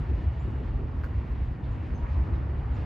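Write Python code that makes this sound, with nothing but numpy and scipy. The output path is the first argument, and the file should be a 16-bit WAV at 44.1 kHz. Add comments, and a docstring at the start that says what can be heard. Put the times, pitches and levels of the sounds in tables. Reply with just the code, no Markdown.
"""A freight train rolls slowly over a steel girder bridge, heard from the road below.
The wheels keep the spans booming, with heavier thuds as loaded axles cross; above that lie a drone
and the roar and hiss of wheel on rail. Steel rings, a wheel sings briefly and cars clank far off.
Something small rattles once close by, with faint rustles, and a few thin, high chirps, probably
a bird's, echo from the trees."""
import sys
import numpy as np
from scipy import signal
from scipy.fft import rfft, irfft, next_fast_len
from scipy.io import wavfile
from scipy.ndimage import uniform_filter1d

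SR = 44100
rng = np.random.default_rng(int(sys.argv[2]) if len(sys.argv) > 2 else 0)


def waveform_to_disk(signal):
    """Save audio, clipped to [-1, 1], as 16-bit WAV at the path in sys.argv[1]."""
    frames = np.transpose(np.atleast_2d(signal))
    scaled = np.clip(frames, -1, 1) * 32767
    samples = np.round(scaled).astype(np.int16)
    wavfile.write(sys.argv[1], SR, samples)


N = 125685
TIME = np.arange(N) / SR


# How loud the spans boom. Each row: time in seconds, level in dB.
BOOM_LEVEL = [(0, -23.5), (.06, -37), (.2, -31), (.34, -35), (.44, -29), (.55, -34), (.76, -29),
              (.92, -35.5), (1.1, -31), (1.19, -31.5), (1.255, -40), (1.31, -27), (1.52, -32),
              (1.58, -41.5), (1.68, -27.5), (1.84, -39.5), (2.15, -30), (2.3, -32.5), (2.5, -31.5),
              (2.85, -30)]
# The boom's tone. Each row: frequency in Hz, relative level in dB.
BOOM_TONE = [(18, -50.5), (25, -27.5), (32, -13.5), (41, -5.5), (53, 1), (71, -0.5), (88, -9.5), (115, -9),
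             (170, -25.5), (300, -88)]
def boom():
    """The wheels keep the bridge spans shaking."""
    return rolling(BOOM_LEVEL, BOOM_TONE, flutter_db=-2.5)


# Axle thuds. Each row: time in seconds, peak level in dB, pitch in Hz.
THUDS = [(0.106, -18, 72.8), (.149, -20.5, 60), (.279, -14.5, 71.5), (0.4, -19.5, 66.6), (0.761, -15, 59.5),
         (0.993, -25, 72), (1.159, -23, 101.6), (1.189, -18, 59), (1.429, -22.5, 78), (1.528, -22, 61.6),
         (1.928, -20, 63.4), (2.042, -18.5, 55), (2.119, -23, 71), (2.179, -16.5, 69), (2.209, -18, 69.5),
         (2.343, -18.5, 67), (2.521, -27.5, 72), (2.712, -18.5, 57.3)]
def thuds():
    """A heavy axle swings a span for a few cycles."""
    out = np.zeros(N)
    for s, db, hz in THUDS:
        swing = np.cos(2 * np.pi * (hz * (TIME - s) + rng.random()))
        out += from_db(db) * swell(s, rise_s=.017, fall_s=.016) * swing
    return out


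# How loud the drone is. Each row: time in seconds, level in dB.
DRONE_LEVEL = [(0, -36.5), (.12, -35.5), (.35, -38), (.48, -36.5), (.66, -35), (.95, -37.5), (1.18, -37.5),
               (1.4, -37.5), (1.58, -38), (1.76, -36), (2.02, -38.5), (2.28, -35), (2.5, -36.5),
               (2.85, -37)]
# Its tone. Each row: frequency in Hz, relative level in dB.
DRONE_TONE = [(40, -50.5), (80, -3.5), (120, 2), (150, -4.5), (185, -11), (290, -12), (400, -18),
              (600, -29), (1500, -82.5)]
def drone():
    """The rolling keeps up a low drone."""
    return rolling(DRONE_LEVEL, DRONE_TONE, flutter_db=.94)


# How loud the roar is. Each row: time in seconds, level in dB.
ROAR_LEVEL = [(0, -49), (.6, -50), (.95, -50), (1.3, -50.5), (1.58, -52.5), (1.7, -49.5), (1.94, -50.5),
              (2, -48.5), (2.3, -47.5), (2.6, -48.5), (2.85, -47.5)]
# Its tone. Each row: frequency in Hz, relative level in dB.
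ROAR_TONE = [(100, -44.5), (280, -9), (480, 0), (700, 0.5), (980, -0.5), (1400, -5.5), (1900, -13.5),
             (3000, -36), (6000, -68)]
def roar():
    """Wheels roar on the rails, a touch louder on the right."""
    return rolling(ROAR_LEVEL, ROAR_TONE, flutter_db=2) * from_db([[-.3], [.3]])


# How loud the hiss is. Each row: time in seconds, level in dB.
HISS_LEVEL = [(0, -57), (.5, -58.5), (.68, -58.5), (.9, -62), (1.15, -58.5), (1.45, -58), (1.58, -62.5),
              (1.7, -59.5), (1.87, -56), (1.97, -60), (2.2, -57.5), (2.55, -59.5), (2.7, -58.5), (2.8, -55)]
# Its tone. Each row: frequency in Hz, relative level in dB.
HISS_TONE = [(400, -31), (1000, -7), (1900, -0.5), (2700, -5), (3500, -12.5), (4800, -19), (5700, -25.5),
             (7000, -29), (9500, -42), (12500, -47.5)]
def hiss():
    """The rails hiss under the wheels."""
    return rolling(HISS_LEVEL, HISS_TONE, flutter_db=1.28)


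# Ringing steel. Each row: pitch in Hz, width in Hz, level in dB, left-right likeness (1 = same).
RINGS = [(72.37, 11, -42, 1), (248, 2.6, -57, 0.94), (490, 2.2, -66, 0), (1850, 190, -68, 1),
         (2870, 64, -79, 0.61)]
def steel_rings():
    """The rolling keeps wheels and steelwork ringing."""
    return sum(from_db(db) * noise_band(hz - width / 2, hz + width / 2, alike, order=2)
               for hz, width, db, alike in RINGS)


# Far clanks. Each row: time in seconds, peak level in dB, middle frequency in Hz, width in Hz.
CLANKS = [(0.097, -40, 303, 168), (1.646, -63, 3290, 1900), (2.047, -46.5, 1043, 553),
          (2.069, -53, 2010, 738), (2.159, -47, 853, 488), (2.275, -48, 1050, 450),
          (2.285, -38.5, 295, 204), (2.765, -67, 4240, 2800)]
def clanks():
    """Wheels, couplings and car bodies bump, blurred by distance."""
    out = np.zeros((2, N))
    for s, db, hz, width in CLANKS:
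        noise = noise_band(hz - width / 2, hz + width / 2, at_hz(LIKENESS, hz), order=3)
        out += from_db(db) * swell(s, rise_s=.012, fall_s=.04) * noise
    return out


# Wheel notes. Each row: start in seconds, length in seconds, pitch in Hz, level in dB.
WHEEL_NOTES = [(0.118, 0.17, 1780, -63.5), (0.112, 0.49, 2880, -69.5), (1.94, 0.16, 950, -51)]
def singing_wheel(fade_s=.048, waver_hz=14):
    """A wheel sticks and slips on the rail, holding a brief, wavering note."""
    out = np.zeros(N)
    for s, length, hz, db in WHEEL_NOTES:
        level = np.clip(np.minimum(TIME - s, s + length - TIME) / fade_s, 0, 1)
        out += from_db(db) * level * sine(hz + waver_hz * drift(60))
    return out


# The rattle's hits. Each row: start in seconds, knock strength in dB, tick strength in dB.
RATTLE_HITS = [(1.037, -28, -53), (1.0427, -27.5, -44.5), (1.049, -57, -46), (1.053, -37, -63),
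               (1.0633, -40, -54)]
# Its notes. Each row: pitch in Hz, relative level in dB, seconds to fade by 60 dB.
RATTLE_NOTES = [(1220, -28, 0.0048), (1510, -3, 0.0079), (2050, -15, 0.0061), (4350, -14.5, 0.0046)]
# Its ticks' tone. Each row: frequency in Hz, boost or cut in dB.
TICK_TONE = [(2500, -14), (4500, 1.5), (8500, -6), (10200, -17), (12000, -5), (13300, -6), (15000, -18)]
def rattle(tick_s=.0005, soften_hz=2600):
    """Quick hits on a small object, each a short knock with a bright tick."""
    knocks, ticks = np.zeros(N), np.zeros(N)
    for s, knock_db, tick_db in RATTLE_HITS:
        knocks[int(s * SR)] += from_db(knock_db)
        ticks += from_db(tick_db) * (TIME >= s) * np.exp(-np.abs(TIME - s) / tick_s)
    body = sum(from_db(db) * ring(knocks, hz, fade_s) for hz, db, fade_s in RATTLE_NOTES)
    body = signal.sosfilt(signal.butter(2, soften_hz, fs=SR, output="sos"), body)
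    hz = np.maximum(np.arange(N // 2 + 1) * SR / N, 1)
    ticks = irfft(rfft(ticks * rng.standard_normal(N)) * from_db(at_hz(TICK_TONE, hz)), N)
    body = with_echoes(body, echo_db=-3.5, fade_s=.089) * from_db([[-1.5], [1.5]])  # to the right
    return body + with_echoes(ticks, echo_db=-7, fade_s=.2)


# Chirps. Each row: start and length in seconds, first and last pitch in Hz, level in dB.
CHIRPS = [(0.386, 0.051, 6640, 7760, -73.5), (1.71, 0.032, 6850, 7350, -80),
          (1.942, 0.03, 6330, 6300, -65.5), (1.963, 0.2, 6230, 6500, -87), (2.73, 0.043, 6640, 7400, -77)]
def chirps(wobble_hz=90):
    """Thin, sliding whistles echo from the trees."""
    call = np.zeros(N)
    for s, length, start_hz, end_hz, db in CHIRPS:
        along = np.clip((TIME - s) / length, 0, 1)
        hz = start_hz + (end_hz - start_hz) * along + wobble_hz * drift(100)
        call += from_db(db) * np.sin(np.pi * along) * sine(hz)
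    return with_echoes(call, echo_db=1, fade_s=.57)


# Faint rustles. Each row: time in seconds, peak level in dB, fall time in seconds.
RUSTLES = [(1.049, -80.5, 0.073), (1.304, -84, .025)]
def rustles():
    """Soft, very high hisses come with and after the rattle."""
    level = sum(from_db(db) * swell(s, rise_s=.032, fall_s=fall) for s, db, fall in RUSTLES)
    return level * noise_band(11600, 14000, alike=.92, order=2)


# How alike left and right sound. Each row: frequency in Hz, likeness (1 = same, 0 = unrelated).
LIKENESS = [(40, 1), (90, 0.97), (170, 0.96), (350, 0.81), (700, 0.61), (1500, 0.21), (2300, 0.91),
            (4500, 1), (9000, 0.39)]
def rolling(levels, tone, flutter_db, bands=9, steady_s=.058):
    """Rough wheels shake the steel: bands of noise flutter separately but share one level curve."""
    size = next_fast_len(N)
    hz = np.maximum(np.arange(size // 2 + 1) * SR / size, 1)
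    mid, side = rfft(rng.standard_normal((2, size)))
    spectrum = from_db(at_hz(tone, hz)) * stereo(mid, side, at_hz(LIKENESS, hz))
    place = np.clip(np.log(hz / tone[0][0]) / np.log(tone[-1][0] / tone[0][0]), 0, 1)
    out = np.zeros((2, N))
    for band in range(bands):
        share = np.maximum(1 - np.abs(place * (bands - 1) - band), 0)  # neighbours overlap
        out += irfft(spectrum * share, size)[:, :N] * from_db(flutter_db * drift(15))
    power = uniform_filter1d(np.mean(out ** 2, axis=0), int(steady_s * SR))
    return out / np.sqrt(power) * from_db(np.interp(TIME, *np.transpose(levels)))


def from_db(db):
    """Turn decibels into a multiplier."""
    return 10 ** (np.asarray(db) / 20)


def unit_power(x):
    """Scale to an average power of 1."""
    return x / np.sqrt(np.mean(x ** 2) + 1e-20)


def at_hz(table, hz):
    """Read between a table's rows, spacing pitch by octaves."""
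    f, value = np.transpose(table)
    return np.interp(np.log(hz), np.log(f), value)


def drift(rate_hz):
    """A smooth random wander, about 1 in size."""
    r = np.exp(-80 * np.pi * rate_hz / SR)
    slow = signal.lfilter([1], [1, -2 * r, r * r], rng.standard_normal(N // 40 + 2002))[2000:]
    return np.interp(np.arange(N) / 40, np.arange(len(slow)), unit_power(slow))


def stereo(mid, side, alike):
    """Make left and right from a shared part and an opposite part."""
    return np.sqrt(1 + alike) * mid + np.sqrt(1 - alike) * side * [[1], [-1]]


def noise_band(low_hz, high_hz, alike, order):
    """Steady stereo noise between two frequencies."""
    sos = signal.butter(order, [low_hz, high_hz], "band", fs=SR, output="sos")
    mid, side = signal.sosfilt(sos, rng.standard_normal((2, N + SR // 4)))[:, -N:]
    return unit_power(stereo(mid, side, alike))


def swell(peak_s, rise_s, fall_s):
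    """Rise smoothly to a peak, then die away."""
    t = TIME - peak_s
    return np.exp(-(np.minimum(t, 0) / rise_s) ** 2 - np.maximum(t, 0) / fall_s)


def sine(hz):
    """A pure note with a changing pitch."""
    return np.sin(2 * np.pi * np.cumsum(hz) / SR)


def ring(clicks, hz, fade_s):
    """Each click starts a note that drops 60 dB in fade_s."""
    r, w = from_db(-60 / (fade_s * SR)), 2 * np.pi * hz / SR
    return signal.lfilter([0, np.sin(w)], [1, -2 * r * np.cos(w), r * r], clicks + 1e-18)


def with_echoes(x, echo_db, fade_s):
    """Add a blur of echoes that drops 60 dB in fade_s."""
    echoes = rng.standard_normal((2, SR)) * from_db(-60 * TIME[:SR] / fade_s)
    echoes /= np.sqrt(np.sum(echoes ** 2) / 2)
    return x + from_db(echo_db) * signal.fftconvolve(x[None], echoes, axes=1)[:, :N]


def scene():
    """The bridge and train ahead, with small sounds around the listener."""
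    train = boom() + thuds() + steel_rings() + clanks() + singing_wheel() + drone() + roar() + hiss()
    return train + rattle() + rustles() + chirps()


def record(dry):
    """Cut the deepest bass and the highest treble."""
    low_hz, high_hz = 12, 15500
    dry = signal.sosfilt(signal.butter(2, low_hz, "high", fs=SR, output="sos"), dry)
    return signal.sosfilt(signal.cheby2(12, 70, high_hz, fs=SR, output="sos"), dry)


dry = scene()
out = record(dry)
waveform_to_disk(out)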